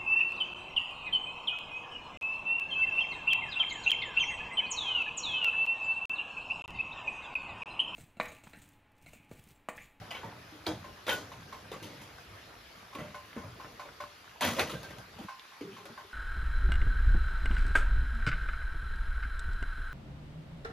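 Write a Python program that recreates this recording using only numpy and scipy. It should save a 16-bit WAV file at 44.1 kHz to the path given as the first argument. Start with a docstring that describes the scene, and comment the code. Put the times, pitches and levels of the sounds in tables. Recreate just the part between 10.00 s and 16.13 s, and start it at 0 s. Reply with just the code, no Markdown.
"""Knocks and rattles of a sheet-metal camp stove on a folding table open the scene, amid faint fumbling.
Then a hand pump taps the hollow fuel tank in short series; the case is knocked and dragged in between.
Struck metal is sums of dying sines, rattle is sparse random contacts, shudder and hum are shaped noise.
Soft hiss and rumble of the open air and faint whistles lie behind, spread over two channels.
At 5.274 s all stove ringing stops at once; later stove sounds have less bass and the rumble is lower."""
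import sys
import numpy as np
from scipy import signal
from scipy.fft import rfft, irfft, next_fast_len
from scipy.io import wavfile
from scipy.ndimage import uniform_filter1d

SR = 44100
rng = np.random.default_rng(int(sys.argv[2]) if len(sys.argv) > 2 else 0)


def unload_audio(sound):
    """Save the sound as a 16-bit wav file, at the path given as the first command line argument."""
    columns = np.transpose(np.atleast_2d(sound))
    # keep every value between -1 and 1, then stretch to whole-number steps
    steps = np.round(np.clip(columns, -1, 1) * 32767)
    wavfile.write(sys.argv[1], SR, steps.astype(np.int16))


N = 270333


def amp(db):
    """Decibels to gain."""
    return 10 ** (np.asarray(db) / 20)


def decay(t, t60_s):
    """Exponential fall by 60 dB in t60_s."""
    return amp(-60 * t / t60_s)


def evened(x):
    """Scales to rms 1."""
    return x / np.sqrt(np.mean(x ** 2) + 1e-20)


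def loudest(x):
    """Scales so that the loudest five milliseconds have rms 1."""
    return x / np.sqrt(uniform_filter1d(x ** 2, size=220).max() + 1e-20)


def read(points, hz, axis=1):
    """Reads a spectrum table on a log-frequency axis."""
    table = np.array(points)
    return np.interp(np.log(hz + 1), np.log(table[:, 0] + 1), table[:, axis])


def coloured(x, points):
    """Shapes a signal by a (Hz, dB) table."""
    gain = amp(read(points, np.fft.rfftfreq(len(x), 1 / SR)))
    return irfft(rfft(x) * gain, len(x))


def add(mix, start_s, sound):
    """Mixes a sound in at start_s."""
    part = mix[round(start_s * SR):][:len(sound)]
    part += sound[:len(part)]


def ring(hz, db, t60_s, t, together=False):
    """Sums dying sines: random signs, or all starting together when struck at one spot."""
    sign = np.ones(len(hz)) if together else rng.choice([-1., 1.], len(hz))
    sines = np.sin(2 * np.pi * hz[:, None] * t)
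    return (sign * amp(db)) @ (decay(t, t60_s[:, None]) * sines)


def grit(count, per_s, spread_db):
    """Sparse contacts at random moments, of random sign, a few of them large."""
    size = amp(spread_db * np.minimum(rng.exponential(1, count), 4))
    hit = rng.random(count) < per_s / SR
    return size * rng.standard_normal(count) * hit


# Pump strokes on the tank. Each row: start in seconds, blow level in dB, clatter re blow in dB,
# offsets in dB of the upper modes, lowest mode and bell mode, factor on the tank's t60.
TAPS = [(.843, -46.5, -5.5, -14, -13.5, -4, 1.04), (1.318, -45, -4.5, -12.5, -19.5, -13.5, 0.7),
        (1.526, -42, -7, -8, -19, -16.5, 0.71), (2.929, -48, -6, -21.5, -20, -20.5, 1.2),
        (3.145, -41.5, -6, -5, -17.5, -12, 0.92), (3.378, -44.5, -8, -6, -15.5, -14, 1.1),
        (3.5995, -44.5, -7, -17, -22, -14, 1), (3.796, -40.5, -7, -7, -16.5, -10, 0.73),
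        (4.003, -38.5, -6, -8, -15, -11, 0.82), (5.285, -40.5, -8, -7.5, -31, 0.5, 1.07),
        (5.519, -53, -14, -10.5, -29, 0, 1.2), (5.766, -49, -2.5, -12.5, -26.5, -3, 1.42),
        (5.977, -43.5, -9, -7, -20, -3, 0.92)]
# Tank modes. Each row: frequency in Hz, level in dB, free t60 in seconds.
TANK = [(588.5, 11.5, 0.36), (802, -7.5, 0.36), (925, -6, 0.31), (960, -7.5, 0.21), (1038.5, 1.5, 0.34),
        (1058, -6, 0.28), (1084, 1, 0.21), (1482, 3, 0.145), (1435, -13, 0.114), (1560, 0.5, 0.16),
        (2176, -2, 0.173)]
BELL_HZ = 1570  # the mode near this takes its own offset
FIRST_BLOW, FIRST_BLOW_S = 1.2, 0.0045  # extra strength while the plunger presses, its time constant


def tap(blow_db, clatter_db, upper_db, lowest_db, bell_db, t60_factor):
    """The plunger strikes the tank: its hand-damped modes ring, with a short clatter on top."""
    t = np.arange(SR // 2) / SR
    hz, db, t60_s = np.transpose(TANK)
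    is_bell = abs(hz / BELL_HZ - 1) < .04
    db = db + np.where(is_bell, bell_db, (hz > 1300) * upper_db)
    db = db + (hz < 700) * lowest_db + 0.81 * rng.standard_normal(len(hz))
    tone = ring(hz, db, t60_factor * t60_s, t, together=True) * (1 - np.exp(-t / 0.0032))
    tone = loudest(tone * (1 + FIRST_BLOW * np.exp(-t / FIRST_BLOW_S)))
    clatter = grit(len(t), per_s=6900, spread_db=2.5)
    clatter = clatter * decay(t, 0.22) * (1 - np.exp(-t / 0.0015))
    clatter_shape = [(300, -18), (650, -0.5), (1200, 0.5), (2500, -5.5), (6000, -13.0), (15000, -26.5)]
    clatter = loudest(coloured(clatter, clatter_shape))
    return amp(blow_db) * (tone + amp(clatter_db) * clatter)


# Knocks on the case. Each row: start in seconds, nominal thud, body, clank, tick and ring levels in dB,
# thud Hz, clank Hz, favoured mode Hz, nominal rattle t60 in seconds (both trimmed per band below).
KNOCKS = [(.016, -65, -49, -74.5, -74, -52, 153, 2900, 725, 0.38),
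          (.108, -60, -42.5, -42.5, -55, -49, 202, 2725, 4700, 0.36),
          (.149, -68, -46, -50, -61.5, -48.5, 423, 2980, 2274, 0.32),
          (.233, -66, -45.5, -79.5, -78, -44, 278, 2900, 880, 0.55),
          (.244, -46, -72.5, -74, -72, -51, 164, 2600, 980, 0.11),
          (.667, -38, -34, -42, -47, -36, 302, 3460, 310, 0.287),
          (1.067, -51.5, -42, -43, -50, -48, 236, 2900, 2030, 0.27),
          (1.081, -49, -33.5, -40, -46, -38.5, 413, 1900, 528, 0.31),
          (1.092, -60, -37.5, -36, -42, -37.5, 315, 2800, 1940, 0.31),
          (1.117, -48.5, -43.5, -64, -49.5, -39, 423, 3200, 1460, 0.51),
          (1.717, -58, -46, -53, -54, -45, 374.5, 3170, 445, 0.27),
          (1.827, -54.5, -52.5, -53, -52, -56, 310.1, 2820, 880, 0.41),
          (2.015, -62, -71, -59, -59, -59, 297.4, 2800, 923, 0.345),
          (2.95, -51, -53, -48, -55, -53, 296.5, 2580, 1070, 0.096),
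          (2.985, -53.5, -45.5, -56, -61, -51, 225.4, 2620, 1987, 0.49),
          (3.363, -41, -46, -63, -67, -49, 190.2, 2200, 500, 0.15),
          (3.437, -50, -48, -77, -73.5, -52, 126, 1900, 560, 0.27),
          (3.647, -56, -51.5, -55, -75, -58.5, 299, 1700, 1100, 0.14),
          (3.854, -59, -50, -65, -77, -51, 281, 3700, 1070, 0.206),
          (4.409, -74, -35.5, -37.5, -38.5, -41.5, 318, 2220, 757, 0.42),
          (4.42, -64.5, -32, -33, -59, -33, 315, 3170, 976, 0.47),
          (4.443, -61.5, -35, -35, -57, -40.5, 163, 2200, 740, 0.3),
          (4.469, -39, -39, -40, -45, -54, 228, 2350, 644, 0.31),
          (4.566, -54, -41, -45, -48, -38, 196, 2700, 548, 0.335),
          (4.584, -41.5, -33.5, -45, -49.5, -40, 268, 2000, 677, 0.137),
          (4.594, -58, -30.5, -36, -39.5, -43, 208, 2600, 2630, 0.23),
          (4.605, -49, -45, -37.5, -46.5, -35.5, 320, 2000, 477, 0.28),
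          (4.696, -59, -43.5, -46, -50.5, -49, 120, 2970, 1075, 0.54),
          (4.731, -44, -50, -55.5, -61, -47.5, 122.4, 2380, 474, 0.18),
          (4.831, -63, -50.5, -59, -51.5, -66.5, 155.5, 3300, 1608, 0.14),
          (4.904, -47.5, -48, -58, -59.5, -69, 122.5, 2500, 1600, 0.16),
          (4.984, -47, -52, -64, -57.5, -69, 120, 3300, 1580, 0.11),
          (5.187, -52.5, -49.5, -66.5, -62, -57, 230, 2720, 832, 0.247),
          (5.611, -43.5, -54.5, -55, -62, -42.5, 299, 2440, 436.4, 0.25),
          (5.726, -55.5, -61, -57, -69, -66.5, 183.8, 2860, 413, 0.79),
          (5.854, -58, -50, -57, -57, -54.5, 378.7, 2690, 818, 0.18),
          (5.899, -50.5, -59, -71.5, -85, -67, 148, 2780, 387, 0.12)]
# Case and table modes, also used by scrape. Each row: frequency in Hz, level in dB,
# undamped t60 in seconds.
CASE = [(105.4, 6, 0.86), (188, 4, 0.55), (216.5, 12.5, 0.26), (315, 3, 0.94), (381, -8, 0.29),
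        (444, -23.5, 0.16), (481, 7.5, 0.33), (542, 5.5, 0.37), (594.6, 3.5, 0.35), (611, 12.5, 0.21),
        (742.5, -3.5, 0.51), (880, 0, 0.11), (961, -2, 0.37), (1042, 9.5, 0.123), (1476, 3, 0.28),
        (1987, 5.5, 0.3), (2272, 4, 0.15), (2630, -24, 0.2), (3170, 5.5, 0.11), (3230, 13, 0.078),
        (3540, 3.5, 0.3), (4090, 11, 0.049), (4700, 12, 0.04), (6370, 10.5, 0.078)]
BODY_HZ, TICK_HZ = 804, 5400  # band centres
CLANK_SHARE = 0.67  # clank t60 re rattle t60


def knock(thud_db, body_db, clank_db, tick_db, ring_db, thud_hz, clank_hz, favoured_hz, rattle_t60_s):
    """A blow and its loose rattle shake the case; the spot struck favours one mode."""
    t = np.arange(SR // 2) / SR
    modes_hz, modes_db, modes_t60_s = np.transpose(CASE)
    contacts = grit(len(t), per_s=8000, spread_db=2.0)

    varied_db = modes_db + 0.98 * rng.standard_normal(len(CASE))
    panel = ring(modes_hz, varied_db, 0.23 * modes_t60_s, t[:8000])
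    shaken = signal.fftconvolve(contacts, panel)[:len(t)]
    shaken = coloured(shaken, [(100, 0.52), (6400, 15.0)])
    spectrum = rfft(evened(contacts) + amp(-9.0) * evened(shaken))
    f = np.fft.rfftfreq(len(t), 1 / SR)

    clank_t60_s = CLANK_SHARE * rattle_t60_s
    # Each row: level in dB, centre in Hz, spread in log frequency, rise in s, t60 in s.
    bands = ((thud_db - 0.5, thud_hz, .4, .005, 1.16 * rattle_t60_s),
             (body_db, BODY_HZ, .62, .003, rattle_t60_s),
             (clank_db, clank_hz, .23, .0012, clank_t60_s),
             (tick_db, TICK_HZ, .4, .001, 1.7 * clank_t60_s),
             (tick_db - 4.5, 2 * TICK_HZ, .35, .0009, 0.8 * clank_t60_s))
    out = np.zeros(len(t))
    for db, centre_hz, spread, rise_s, t60_s in bands:
        share = np.exp(-.5 * (np.log((f + 1) / centre_hz) / spread) ** 2)
        fade = decay(t, np.clip(t60_s, .02, 1)) * (1 - np.exp(-t / rise_s))
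        fade *= 1 + 1.16 * np.exp(-t / (1.13 * rise_s))  # the first contact is the hardest
        out += amp(db) * loudest(irfft(spectrum * share, len(t)) * fade)

    # the panel's first bow
    bow = np.sin(2 * np.pi * thud_hz * t) * decay(t, np.clip(rattle_t60_s, .02, 1))
    out += amp(thud_db + 1.5) * bow * (1 - np.exp(-t / 0.00104))

    near_db = -700 * np.log(modes_hz / favoured_hz) ** 2  # only modes close to the favoured one ring on
    struck = contacts * decay(t, 0.12)  # later contacts keep upsetting the ring
    struck[0] = 3 * np.abs(struck).max()
    ring_t60_s = np.minimum(0.43 * modes_t60_s, 0.89 * rattle_t60_s)
    tone = signal.fftconvolve(struck, ring(modes_hz, near_db, ring_t60_s, t))[:len(t)]
    return out + amp(ring_db) * loudest(tone)


# Hard single contacts on one spot of sheet metal or table top.
# Each row: start in seconds, peak in dB, frequency in Hz, t60 in seconds.
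CLINKS = [(.109, -36.5, 3000, 0.0305), (.109, -48, 4913, 0.11), (.12, -40.5, 2040, .04),
          (.146, -44, 2240, .08), (.154, -41.5, 3010, 0.061), (.237, -41, 900, .1), (.662, -40, 2300, .03),
          (.6663, -28.5, 4350, 0.013), (.6663, -31, 3650, 0.016), (.669, -39, 1345, 0.054),
          (.717, -39, 784, 0.067), (1.082, -33.5, 531.4, 0.113), (1.082, -32, 1400, .08),
          (1.094, -26.5, 3150, 0.054), (1.0935, -35, 3600, 0.05), (1.098, -31, 1440, 0.0515),
          (1.101, -34, 1969, 0.05), (1.118, -29.5, 1470, 0.17), (1.118, -35, 3170, 0.087),
          (1.126, -44.5, 12000, 0.11), (1.718, -37.5, 448, 0.092), (1.74, -41.5, 1140, 0.062),
          (1.822, -41, 316, 0.075), (1.853, -42, 299, 0.19), (2.955, -37, 1086, 0.049),
          (2.957, -44, 280, 0.071), (2.986, -43, 297.5, 0.059), (3.012, -43.5, 599, 0.34),
          (3.003, -45, 171, 0.097), (3.017, -38.5, 169, 0.14), (3.367, -32.5, 190, 0.05),
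          (3.437, -39, 1010, 0.045), (3.45, -45, 554, 0.06), (4.41, -33, 923, .15),
          (4.449, -34, 12260, .04), (4.587, -30, 637, 0.052), (4.595, -23, 4060, 0.018),
          (4.595, -35, 6320, .04), (4.595, -28, 2477, 0.087), (4.598, -26, 2590, 0.043),
          (4.594, -25.5, 1404, 0.06), (4.608, -29, 473, .045), (4.697, -39, 1320, 0.051),
          (4.731, -36.5, 333, 0.093), (4.744, -37, 129.6, 0.17), (5.158, -46, 99.8, 0.22),
          (5.187, -43, 800, 0.063), (5.194, -39, 222, 0.076), (5.212, -39, 302, 0.035),
          (5.248, -41, 201, 0.093)]


def clink(peak_db, hz, t60_s):
    """One mode struck hard and then nudged by chatter, so it rings rough and dies fast."""
    t = np.arange(SR // 4) / SR
    chatter = grit(900, per_s=900, spread_db=1.0) * np.exp(-t[:900] / 0.0064)
    chatter[0] = 3
    mode = decay(t, np.clip(t60_s, .01, 1)) * np.sin(2 * np.pi * hz * t)
    tone = signal.fftconvolve(chatter, mode)
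    return amp(peak_db) * tone / np.abs(tone).max()


# Single dry ticks of small parts. Each row: start in seconds, level in dB, centre in Hz.
TICKS = [(2.186, -39.5, 1560), (3.3315, -37, 2120), (3.647, -35, 1200), (4.04, -30.5, 1124),
         (4.245, -42, 1106), (4.28, -38.5, 1515), (4.445, -22, 1900), (4.598, -23, 2600),
         (5.397, -31.5, 3570), (5.504, -43, 1900)]


def tick(db, hz):
    """A sine of a cycle or two, gone at once."""
    t = np.arange(300) / SR
    return amp(db) * np.sin(2 * np.pi * hz * t) * np.exp(-t * hz / 1.85)


# Wire grate bouncing on its rests. Each row: start in seconds, level in dB.
BOUNCES = [(1.417, -55), (1.4774, -52), (1.6457, -53), (1.8, -52.5), (4.75, -42.5), (4.8367, -46),
           (4.9137, -49), (4.985, -49.5)]
GRATE_HZ, GRATE_T60_S = 1572, 0.29


def bounce(db):
    """One grate mode rings for 43 ms, its ends smoothed."""
    t = np.arange(1900) / SR
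    tone = decay(t, GRATE_T60_S) * np.sin(2 * np.pi * GRATE_HZ * t)
    return amp(db) * tone * signal.windows.tukey(len(t), .3)


# The case dragged over the table. Each row: start in seconds, length in seconds,
# peak push in dB, bright part re dull part in dB.
SCRAPES = [(1.72, 0.072, -45.5, -24), (1.805, 0.392, -53, -13), (2.245, 0.047, -58, -18),
           (2.945, 0.16, -46, -21.5), (4.408, 0.16, -35.5, -3), (4.66, 0.056, -43, -6.5),
           (4.72, 0.062, -43.5, -16), (4.79, 0.23, -53, -9), (5.215, 0.052, -50, -9)]
GRIP, SLACK_DB = 0.287, -11  # push peaks at this share of the drag; level at both ends re peak


def scrape(length_s, push_db, bright_db):
    """Quick slips of the feet shake the panels while the case slides."""
    t = np.arange(0, length_s, 1 / SR)
    hz, db, t60_s = np.transpose(CASE)
    slips = grit(len(t), per_s=6000, spread_db=3.0)
    panel = ring(hz, db, 0.13 * t60_s, np.arange(4000) / SR)
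    shaken = evened(slips) + 0.27 * evened(signal.fftconvolve(slips, panel)[:len(t)])
    dull_shape = [(60, -56.5), (120, 6.0), (300, 8.0), (1500, 1.0), (3000, -8.0), (6000, -32)]
    bright_shape = [(1200, -37), (2600, -8.0), (5000, -11.0), (9000, -15), (15000, -22)]
    dull = evened(coloured(shaken, dull_shape))
    bright = evened(coloured(shaken, bright_shape))
    push = amp(push_db + np.interp(t / length_s, [0, GRIP, 1], [SLACK_DB, 0, SLACK_DB]))
    return push * (dull + amp(bright_db) * bright) * signal.windows.tukey(len(t), .1)


def swell(shape, db, rise_s, t60_s):
    """Noise through broad modes that builds up after a jolt and dies away."""
    t = np.arange(SR) / SR
    fade = loudest((1 - np.exp(-t / rise_s)) * decay(t, t60_s))
    return fade * amp(db) * evened(coloured(rng.standard_normal(SR), shape))


# Jolts of the table top. Each row: start in seconds, level in dB, t60 in seconds.
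JOLTS = [(0, -50.5, 0.5), (.235, -51.5, 1.26), (.47, -61, 0.85), (.668, -45, 0.97), (1.083, -48, 1.6),
         (1.38, -54, 0.76), (1.625, -53.5, .3), (1.73, -51, 1.8), (2.76, -58.5, 0.74), (2.98, -47.5, 0.86),
         (3.36, -53, 0.56), (3.44, -47, 0.488), (3.638, -56.5, 1.1), (3.853, -65, 0.72), (4.44, -41, 1.16),
         (4.59, -43, 0.58), (4.725, -46, 0.56), (4.912, -54.5, 0.88), (5.155, -61, 0.56), (5.612, -49, 0.8)]
# Table-top resonance. Each row: frequency in Hz, relative level in dB per Hz.
TABLE_TOP = [(40, -3), (70, -3.5), (108, 9.5), (135, 1), (180, 5), (230, -1), (300, -2.5), (420, -42)]


def shudder(db, t60_s):
    """Low random shudder of the table top."""
    return swell(TABLE_TOP, db, rise_s=0.0056, t60_s=t60_s)


# Hollow parts humming as hands shake the case.
# Each row: start in seconds, level in dB, pitch as a ratio to HUM_SHAPE.
HUMS = [(.51, -54.5, 0.755), (5.612, -44, 0.99), (5.775, -53, 0.99), (5.9, -59.5, 0.98), (6.045, -57, 1.)]
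# Hum resonance at pitch 1. Each row: frequency in Hz, relative level in dB per Hz.
HUM_SHAPE = [(300, -39), (375, -8), (393, -1), (415, 1.5), (520, -56)]


def hum(db, pitch):
    """Noise in one narrow resonance."""
    return swell(np.array(HUM_SHAPE) * [pitch, 1], db, rise_s=0.0034, t60_s=0.47)


FUMBLE_PER_S, FUMBLE_DB = 120, -52  # mean tick rate; tick level before random sizes


def fumbling():
    """Fingers on metal: tiny ticks at random moments, each at one of six pitches."""
    contacts = grit(N, FUMBLE_PER_S, spread_db=1.5)
    kind = rng.integers(0, 6, N)
    out = np.zeros(N)
    for k, hz in enumerate(np.geomspace(900, 3500, num=6)):
        out += signal.oaconvolve(contacts * (kind == k), tick(FUMBLE_DB, hz))[:N]
    return out


# Faint thin whistles, perhaps a bird. Each row: start in seconds, length in seconds, Hz, level in dB.
WHISTLES = [(.84, 0.138, 5480, -64), (2.378, 0.112, 5430, -63.5), (3.594, 0.162, 5400, -62.5)]


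def whistle(length_s, hz, db):
    """A soft sine that wavers a little."""
    t = np.arange(round(length_s * SR)) / SR
    waver = 2.15 * np.sin(2 * np.pi * 23 * t)
    return amp(db) * np.sin(2 * np.pi * hz * t + waver) * signal.windows.tukey(len(t), .6)


# Rumble level over time. Each row: time in seconds, relative level in dB.
AIR = [(0.0, -58.5), (.5, -58), (2.3, -56.5), (2.9, -60.5), (3.6, -56), (3.98, -58), (4.2, -64.5),
       (4.4, -59.5), (4.8, -52), (5.1, -60), (5.265, -58), (5.28, -77), (5.6, -80.5), (5.66, -69.5),
       (6.13, -64.5)]
# Rumble spectrum. Each row: frequency in Hz, relative level in dB per Hz.
RUMBLE = [(25, -63), (50, 17.5), (100, -1), (200, -8.5), (400, -4), (750, -5), (1100, -31.5)]
# Hiss spectrum. Each row: frequency in Hz, relative level in dB per Hz.
HISS = [(200, -8), (500, -6), (1200, 3.5), (2000, 0), (3500, -4), (5000, -6), (6500, -12), (9000, -16.5),
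        (12500, -17.5), (15500, -35)]
HISS_DB = -54  # steady, same relative scale as AIR


def air():
    """Open air: two unrelated noise draws sharing one patchy spectrum of rumble and hiss."""
    frames, hz = N // 256 + 5, np.fft.rfftfreq(1024, 1 / SR)
    t = np.arange(frames) * 256 / SR
    patches = rng.standard_normal((frames, 513)).T
    patches = uniform_filter1d(patches, size=10, axis=0)
    patches = evened(uniform_filter1d(patches, size=10, axis=1))
    rumble_db = np.interp(t, *np.transpose(AIR))
    power = 0
    for shape, level_db in ((RUMBLE, rumble_db), (HISS, HISS_DB + 0 * t)):
        gain = amp(read(shape, hz))
        power = power + np.outer(gain / np.linalg.norm(gain), amp(level_db)) ** 2
    real, imag = np.transpose(rng.standard_normal((frames, 513, 2, 2)))
    spectra = (real + 1j * imag) * np.sqrt(power) * amp(2.0 * patches + 1.0)
    return signal.istft(spectra, nperseg=1024, noverlap=768)[1][:, :N]


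def scattered(x, t60_s):
    """Sparse reflections from nearby surfaces, energy 1, drawn anew for every sound."""
    at = np.arange(20, 6000, 20) + rng.integers(0, 20, 299)
    echoes = np.zeros(6100)
    echoes[at] = rng.choice([-1., 1.], len(at)) * decay(at / SR, t60_s)
    return signal.fftconvolve(x, echoes / np.linalg.norm(echoes))


# Phase between the channels. Each row: frequency in Hz, left lead in radians.
CHANNEL_PHASE = [(0, 0), (1380, -0.2), (2670, 0.7), (3620, 0.5), (4740, 0.5), (5600, -1.2), (6460, -1.0),
                 (7670, -2.9), (8870, -3.2), (11100, -6.2), (13000, -6.4), (13600, -6.8), (14000, -9.2),
                 (15200, -9.5)]
# Likeness of the left and right channels, by frequency.
# Each row: frequency in Hz, likeness for near sounds, likeness for the air.
LIKENESS = [(100, .995, .985), (300, .985, .92), (700, .88, .35), (1400, .8, .15), (2400, .9, .55),
            (3800, .8, .42), (5200, .5, .15), (7000, .75, .55), (8500, .97, .97), (10300, .75, .6),
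            (12000, .97, .97), (14000, .65, .5)]
# Balance between the channels. Each row: frequency in Hz, left re right in dB.
LEAN = [(400, 0.3), (900, -1.1), (2000, 0.6), (4400, 1.8), (8000, 0)]


def stereo(shared, other, axis):
    """Shared and opposed parts set the likeness; the channels differ in phase and balance by frequency."""
    size = next_fast_len(N)
    hz = np.fft.rfftfreq(size, 1 / SR)
    like = np.clip(read(LIKENESS, hz, axis=axis), 0, 1)
    same = rfft(shared, size) * np.sqrt((1 + like) / 2)
    apart = rfft(other, size) * np.sqrt((1 - like) / 2)
    # half of the phase and balance on each channel
    turn = np.exp(.5j * np.interp(hz, *np.transpose(CHANNEL_PHASE))) * amp(read(LEAN, hz) / 2)
    return irfft(np.array([(same + apart) * turn, (same - apart) / turn]), size)[:, :N]


CUT_S = 5.274  # earlier stove sounds stop here; later ones have thinner bass
# Bass of the later sounds. 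Each row: frequency in Hz, gain in dB.
THIN_BASS = [(60, -10), (110, -3.5), (170, 0)]


def scene():
    """Stove sounds close by with their reflections, air and whistles around."""
    near, other, far = fumbling(), np.zeros(N), air()
    layers = ((JOLTS, shudder), (HUMS, hum), (SCRAPES, scrape), (KNOCKS, knock),
              (TAPS, tap), (TICKS, tick), (CLINKS, clink), (BOUNCES, bounce))
    for table, source in layers:
        for start_s, *row in table:
            sound, keep = source(*row), N
            if start_s < CUT_S:
                keep = round((CUT_S - start_s) * SR)
            else:
                sound = coloured(sound, THIN_BASS)
            add(near, start_s, sound[:keep])
            add(near, start_s, amp(-10.0) * scattered(sound, 0.15)[:keep])
            add(other, start_s, scattered(sound, 0.077)[:keep])
    for start_s, *row in WHISTLES:
        add(far[0], start_s, whistle(*row))
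    lead = round(0.000997 * SR)  # contacts begin a moment before they peak
    close = stereo(np.roll(near, -lead), np.roll(other, -lead), axis=1)
    return close + stereo(*far, axis=2)


EDGE_HZ = 15700


def record(dry):
    """The low cut of the microphones, then a steep treble limit."""
    low_cut = signal.butter(4, 48., "highpass", fs=SR, output="sos")
    treble_limit = signal.firwin(511, EDGE_HZ, window=("kaiser", 9), fs=SR)
    return signal.oaconvolve(signal.sosfilt(low_cut, dry), treble_limit[None], "same")


dry = scene()
out = record(dry)
unload_audio(out)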